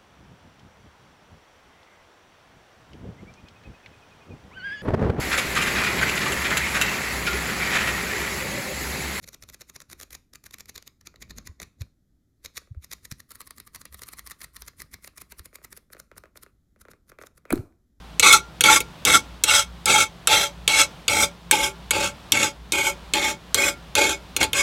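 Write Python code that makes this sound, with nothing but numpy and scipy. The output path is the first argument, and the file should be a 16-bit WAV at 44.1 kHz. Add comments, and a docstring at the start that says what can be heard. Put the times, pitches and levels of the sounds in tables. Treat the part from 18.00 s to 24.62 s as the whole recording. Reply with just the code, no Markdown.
"""A hand file sharpens a steel mower blade held in a bench vise, in a small cluttered workshop.
Each push lands with a clack, rasps across the edge and lifts off, working from the tip towards the vise.
The file's teeth make the blade ring, and now and then they catch on one of its tones and squeal.
The bench rumbles with each push, over soft air noise and the low hum of a motor on mains power."""
import sys
import numpy as np
from scipy import signal
from scipy.fft import rfft, irfft, next_fast_len
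from scipy.io import wavfile
from scipy.ndimage import uniform_filter1d

SR = 44100
rng = np.random.default_rng(int(sys.argv[2]) if len(sys.argv) > 2 else 0)


def file_out(sig):
    """Save sig as 16-bit WAV at sys.argv[1]."""
    # one column per channel
    cols = np.atleast_2d(sig).T
    # limit, then scale
    lim = np.clip(cols, -1, 1)
    pcm = np.round(lim * 32767).astype(np.int16)
    wavfile.write(sys.argv[1], SR, pcm)


N = 291942
TIME = np.arange(N) / SR
RING_TIME = TIME[:8192]  # time axis for the ringing after one tap
LIFT_S = 0.052  # the file takes this long to leave the edge after a push

# Pushes of the file: (start [s], build-up [s], length [s], relative level [dB], rise from start
# to end [dB], swell midway [dB], extra for the lows [dB], extra for the hiss [dB])
PUSHES = [ (0.226, 0.0028, .128, -14, -2.5, -0.5, -9.5, -4),
          (0.632, 0.0077, 0.13, -17, 5.5, 5.5, -6.5, -3.5), (1.058, 0.018, 0.1, -16, -3, -5.5, -8.5, -3.5),
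          (1.451, 0.032, 0.15, -17.5, 1.5, 3, -8.5, -2.5), (1.863, 0.03, 0.16, -17, -3, -1.5, -6.5, -4),
          (2.282, 0.04, .180, -19, -16, 2.5, -4.5, -4), (2.687, 0.0045, 0.13, -19.5, 5.5, -3.5, -6.5, -4),
          (3.092, 0.0067, .148, -23, -0.5, 0, -3.5, -2.5), (3.522, 0.0036, 0.15, -24.5, -8, -2, -2.5, -3.5),
          (3.917, .016, 0.16, -26, 0, 2.5, -1.5, -5), (4.330, 0.0049, 0.14, -23.5, -0.5, 2, -3.5, -4),
          (4.728, 0.0047, .162, -25, -1, -4, -2.5, -4.5), (5.143, 0.0039, 0.16, -25.5, 1, -1.5, -2, -4.5),
          (5.551, .010, 0.14, -24, 4.5, 3, -3.5, -3.5), (5.961, .004, 0.17, -24, -7, 3.5, -1.5, -4),
          (6.381, 0.035, 0.063, -24.5, 0, 2.5, 1, -9), (6.538, 0.0035, 0.073, -24.5, 4.5, 5, -9, -2.5), ]
# The file's own tones, damped by the fingers: (pitch [Hz], width [Hz], relative level [dB])
FILE_TONES = [(2286, 25, 10), (2595, 66, 8), (2875, 44, 1.5), (3210, 88, 7), (3627, 81, 9), (6690, 76, 8.5),
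              (6940, 240, -1), (8330, 130, 5), (11360, 66, -2.5), (12740, 70, -12.5)]


def rasp(gain_db=1.92, file_db=-4, end_speed=0.3, ring_s=0.055):
    """Each push drives the teeth into the blade; the hand slows towards the end of its reach."""
    speeds = []
    for start, _, length_s, *_ in PUSHES:
        speeds += [(start, 1), (start + length_s + LIFT_S, end_speed)]
    force = teeth(np.interp(TIME, *np.transpose(speeds)))
    out = np.zeros(N + len(RING_TIME))
    for start, attack_s, length_s, db, rise_db, swell_db, body_db, hiss_db in PUSHES:
        t = TIME - start + 0.0026  # the force comes just ahead of the ring it builds
        touching = np.flatnonzero((t >= 0) & (t < length_s + LIFT_S))
        press_db = hand_pressure(t[touching], attack_s, length_s, rise_db, swell_db)
        # the rasp gets thinner and brighter as the push goes on
        past_middle = np.minimum(t[touching] / length_s, 1) - 0.5
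        low_db = body_db + press_db - 3.5 * past_middle
        high_db = hiss_db + 1.08 * press_db + 5 * past_middle
        tones = blade(start + length_s / 2) + undb(file_db) * ring(FILE_TONES)
        low, _, _ = three_bands(steel(ring_s, snap=2.1) + tones)
        _, middle, high = three_bands(steel(ring_s) + tones)
        for band_db, response in ((low_db, low), (press_db, middle), (high_db, high)):
            sound = signal.fftconvolve(force[touching] * undb(db + band_db), response)
            out[touching[0]:touching[0] + len(sound)] += sound
    return undb(gain_db) * out[:N]


def teeth(speed, rows_per_s=2800, chips_per_s=5000, bite_s=0.0066):
    """The cutting force: rows of teeth tick over the edge at the hand's speed, and tiny chips tear off."""
    # Moments when the teeth dig in deeper: (time [s], extra level [dB])
    bites = [(0.269, 5.5), (0.339, 5.5), (.658, 6), (0.769, 5), (1.148, 4), (1.893, 4), (2.793, 4),
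             (3.228, 4), (3.64, 6), (4.44, 5)]
    row_rate = rows_per_s * speed * (1 + 0.1 * wander(90))
    rows_passed = np.floor(np.cumsum(row_rate / SR))
    ticks = np.diff(rows_passed, prepend=0) * undb(3 * rng.standard_normal(N))
    ticks = band_filter(ticks, 2, 250, "highpass")
    chip_sizes = undb(3.5 * np.minimum(rng.exponential(size=N), 4.6))  # a tooth can only cut so much
    chips = (rng.random(N) < chips_per_s / SR) * rng.choice([-1, 1], N) * chip_sizes
    cutting = unit(0.6 * unit(ticks) + unit(chips))
    bite_db = sum(db * bump(TIME - when, bite_s) for when, db in bites)
    return cutting * undb(1.44 * wander(170) + bite_db)


def hand_pressure(t, attack_s, length_s, rise_db, swell_db, skim_db=-16, release_db_per_s=536):
    """Pressure in dB, t seconds into a push: the hand skims at first, bears down, then eases off."""
    progress = np.clip(t / length_s, 0, 1)
    attack = skim_db * np.clip(1 - t / attack_s, 0, 1)
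    arch = 4 * progress * (1 - progress) - 2 / 3
    hold = rise_db * (progress - 0.5) + swell_db * arch
    release = -release_db_per_s * np.maximum(t - length_s, 0)
    return attack + hold + release


def clacks(gain_db=21, blade_db=-7, skid_s=0.012, ring_s=0.078, tick_s=0.016):
    """Steel meets steel: a knock and a short skid of the teeth ring file and blade together."""
    # The file lands on or catches the edge: (time [s], relative level [dB], extra treble [dB])
    knocks = [(0.1965, -10, 3), (0.226, -16, -19), (0.3267, -7.5, -0.5), (0.6081, -10, 0.5),
              (0.6387, -7.5, -3.5), (0.8038, -19.5, 0), (1.0511, -12.5, 2.5), (1.4376, -10.5, 3),
              (1.8568, -17, 6), (2.2725, -10, 1.5), (2.6776, -7, -3), (3.0808, -9.5, -4), (3.5114, -8, 3),
              (3.908, -10.5, -1), (4.3208, -7.5, 0), (4.7211, -14, 1), (5.1365, -10.5, -3), (5.154, -29, 0),
              (5.5445, -10, 1.5), (5.9528, -11, -1.5), (6.3644, -14, 0), (6.4053, -22, -3),
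              (6.4129, -17, -0.5), (6.4296, -11, -3.5), (6.4397, -18.5, -0.5), (6.5314, -14.5, -5)]
    out = np.zeros(N + len(RING_TIME))
    for when, db, treble_db in knocks:
        blow = dying_noise(RING_TIME, skid_s)
        blow[0] += 1  # the knock ahead of the skid
        dense_ring = steel(ring_s)
        response = dense_ring + ring(FILE_TONES) + undb(blade_db) * blade(when)
        sound = signal.fftconvolve(blow, response)[:len(blow)]
        thud, _, _ = three_bands(dense_ring)
        thud_db = -24 + 0.21 * db  # a harder knock adds only a little thud
        # the light, hard file barely stirs the low tones
        _, clang, _ = three_bands(band_filter(sound, 2, 1350, "highpass"))
        # the highest tones are struck hardest and die first
        onset = sound * np.exp(-RING_TIME / tick_s)
        _, _, tick = three_bands(colour(onset, [(7000, 0.007), (12000, 4)]))
        start = int(when * SR)
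        out[start:start + len(blow)] += undb(thud_db) * thud + undb(db) * (clang + undb(treble_db) * tick)
    return undb(gain_db) * out[:N]


def chatter(gain_db=4, waver=0.014):
    """The teeth lock onto one tone of the blade for a moment: a gritty squeal swells and dies."""
    # Squeals: (time of the peak [s], pitch [Hz], relative level [dB], half length [s])
    squeals = [(.313, 2220, -12.5, .0085), (0.343, 1351, -8.5, .007), (0.355, 867, -20, 0.0074),
               (0.693, 1404, -14.5, 0.0079), (.711, 871, -16, .011), (0.732, 3600, -16.5, .005),
               (1.157, 1365, -13, 0.01), (1.498, 2790, -19, 0.0068), (1.512, 2190, -17, 0.0047),
               (1.963, 863, -16.5, .013), (3.205, 2200, -18.5, .008), (3.239, 3600, -20, 0.0067),
               (3.549, 853, -21.5, 0.0086), (5.253, 2200, -24.5, .018), (5.64, 2474, -20, 0.0068),
               (6.607, 2227, -22, 0.012)]
    drift = waver * wander(300)
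    roughness = undb(1.5 * wander(400))
    out = np.zeros(N)
    for when, hz, db, half_s in squeals:
        sounding = np.abs(TIME - when) < 4 * half_s
        swell = bump(TIME[sounding] - when, half_s)
        phase = 2 * np.pi * np.cumsum(hz * (1 + drift[sounding])) / SR
        out[sounding] += undb(db) * swell * np.sin(phase)
    return undb(gain_db) * out * roughness


def blade(when):
    """The blade's ring after a tap; how strong each tone is depends on where the file touches."""
    # The file's path: (time [s], place [0 at the tip, 1 midway, 2 or more near the vise])
    path = [(1.15, 0.08), (1.5, 1), (2.8, 1.33), (3.6, 1.8), (6.5, 2.05)]
    # The blade's tones: (pitch [Hz], width [Hz], level filed at the tip [dB], midway [dB], by the vise [dB])
    blade_tones = [(335.5, 48, 9, -11.5, 11.5), (394, 22, 1, 0.5, 5.5), (572.9, 12.7, 10.5, 16, 20),
                   (869, 18.7, 23, 24.5, 23), (1133, 58, 13, -3, 9), (1389, 5.7, 5, -5, 8.5),
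                   (1355, 45, 14, 15, 7.5), (1564, 67, -3.5, 1.5, 9), (2217, 19, 8.5, 10.5, 15.5),
                   (2202, 46.5, 15, 14.5, 17), (2456, 68, -13, -10, 12.5), (2755, 170, -10, 2.5, 4),
                   (3236, 32.5, 8.5, 17, 11), (3455, 41, 12, 8, 11), (3680, 43, -2.5, 10.5, -2),
                   (3990, 220, -9, 11, -3.5), (4820, 27, 18.5, 22.5, 18.5), (5000, 18, -8, -1, 18.5),
                   (5840, 11, 9, -2, -13), (6070, 40, 1, 18.5, -3), (6150, 27, 6, 4, 8),
                   (7250, 150, -6, -9, 10.5), (7790, 99, 9, 11.5, 5.5), (11260, 370, -6, -7, 0),
                   (12300, 330, -20, -18, -5.5)]
    place = np.interp(when, *np.transpose(path))
    return ring([(hz, width, np.interp(place, [0, 1, 2], dbs)) for hz, width, *dbs in blade_tones])


def steel(ring_s, snap=0.51):
    """The first snap of a contact and the dense ring behind it, new for every point of contact."""
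    # Ring of blade, file and vise between their clear tones: (frequency [Hz], relative level [dB])
    steel_colour = [(90, -3), (200, -17), (290, -4), (400, -2), (500, 5), (660, -30.5), (1000, -6.5),
                    (1450, -3.5), (1850, -14), (2450, -7), (3000, -8.5), (3850, -1), (4700, 7.5), (7700, 2),
                    (11500, -7.5), (15500, -20)]
    response = dying_noise(RING_TIME, ring_s)
    response[0] += snap
    return colour(response / np.hypot(1, snap), steel_colour)


def ring(tones):
    """Tapped metal rings with (pitch, width, level) tones; the wider a tone, the sooner it dies."""
    out = np.zeros(len(RING_TIME))
    for hz, width, db in tones:
        strength = undb(db) * 2 * np.pi * width / SR
        fade = np.exp(-np.pi * width * RING_TIME)
        out += strength * fade * np.cos(2 * np.pi * hz * RING_TIME + rng.uniform(0, 2 * np.pi))
    return out


def bench(level_db=-45, pitch_hz=64, swell_s=0.068):
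    """The vise passes each push on to the bench, which gives a low rumble."""
    middles = [start + (length_s + LIFT_S) / 2 for start, _, length_s, *_ in PUSHES]
    effort = sum(bump(TIME - middle, swell_s) for middle in middles)
    rumble = band_filter(rng.standard_normal(N), 3, [0.69 * pitch_hz, 1.7 * pitch_hz], "bandpass")
    return undb(level_db) * effort * unit(rumble)


def workshop(sound, echo_db=-19, echo_s=0.21):
    """The cluttered room adds only a short, dull echo to a sound."""
    echo = dying_noise(TIME[:SR // 2], echo_s)
    echo = colour(echo, [(300, 16.5), (1500, -8.5), (5000, 1.5), (14000, -18.5)])
    return sound + undb(echo_db) * signal.oaconvolve(sound, echo)[:N]


def room_air(level_db=-45.5):
    """The air in the workshop makes a soft, nearly steady noise."""
    # Tone colour of the air: (frequency [Hz], relative level [dB])
    air_colour = [(25, -23.5), (42, -6.5), (58, -13), (85, -10.5), (170, -3), (240, -12), (400, -15),
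                  (1000, -15), (2000, -23), (3500, -21.5), (6400, -33), (16000, -43.5)]
    noise = unit(colour(rng.standard_normal(N), air_colour))
    return noise * undb(level_db + 1.06 * wander(7.5))


def motor_hum(waver_db=4):
    """A motor on mains power hums, wavering in pitch and loudness."""
    # Tones of the hum: (pitch [Hz], typical rms level [dB])
    hum_tones = [(58.5, -50.5), (170, -56.5)]
    drifting_time = np.cumsum(1 + 0.0246 * wander(9.3)) / SR
    out = np.zeros(N)
    for hz, db in hum_tones:
        strength = np.sqrt(2) * undb(db + waver_db * wander(7.9))
        out += strength * np.sin(2 * np.pi * hz * drifting_time)
    return out


def undb(db):
    """Turn decibels into a number to multiply by."""
    return 10 ** (np.asarray(db) / 20)


def unit(x):
    """Scale a signal so that its average strength (rms) is 1."""
    return x / np.sqrt(np.mean(x ** 2))


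def wander(rate):
    """A smooth random wobble of strength 1 that heads for a new value `rate` times a second."""
    step = max(int(SR / rate), 2)
    stairs = np.repeat(rng.standard_normal(N // step + 1), step)
    return unit(uniform_filter1d(stairs, step)[:N])


def bump(t, half_s):
    """A bell-shaped rise and fall that peaks at t = 0."""
    return np.exp(-(t / half_s).clip(-8, 8) ** 2 / 2)


def dying_noise(t, fade_s):
    """Countless overlapping tones: noise of energy 1 that falls by 60 dB in fade_s."""
    noise = rng.standard_normal(len(t)) * np.exp(-np.log(1000) * t / fade_s)
    return noise / np.linalg.norm(noise)


def band_filter(x, order, hz, kind):
    """Keep the lows, the highs or a band between; a higher order cuts more steeply."""
    return signal.sosfilt(signal.butter(order, hz, kind, fs=SR, output="sos"), x)


def three_bands(x, low_hz=1000, high_hz=4500):
    """Split a sound into lows, middle and highs, each scaled to energy 1."""
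    bands = ((low_hz, "lowpass"), ((low_hz, high_hz), "bandpass"), (high_hz, "highpass"))
    parts = [band_filter(x, 6, hz, kind) for hz, kind in bands]
    return [part / np.linalg.norm(part) for part in parts]


def colour(x, points):
    """Shape a sound's tone along a curve of (frequency [Hz], level [dB]) points."""
    hz, db = np.transpose(points)
    size = 2 * next_fast_len(len(x))
    grid_hz = np.maximum(np.fft.rfftfreq(size, 1 / SR), 1)
    gains = undb(np.interp(np.log(grid_hz), np.log(hz), db))
    # fold the filter forward in time, so that nothing rings before it is struck
    cepstrum = irfft(np.log(gains))
    cepstrum[1:size // 2] *= 2
    cepstrum[size // 2 + 1:] = 0
    return irfft(rfft(x, size) * np.exp(rfft(cepstrum)))[:len(x)]


def scene():
    """The filing in its room, with bench, air and hum, in one channel."""
    filing = rasp() + clacks() + chatter()
    filing = band_filter(filing, 2, 90, "highpass")  # a slim blade cannot give off deep bass
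    return (workshop(filing) + bench() + room_air() + motor_hum())[None]


def record(dry, top_hz=15900):
    """Clip the loudest peaks and cut the highest treble."""
    treble_cut = signal.ellip(8, 0.2, 60, top_hz, fs=SR, output="sos")
    return signal.sosfilt(treble_cut, np.clip(dry, -1, 1))


dry = scene()
out = record(dry)
file_out(out)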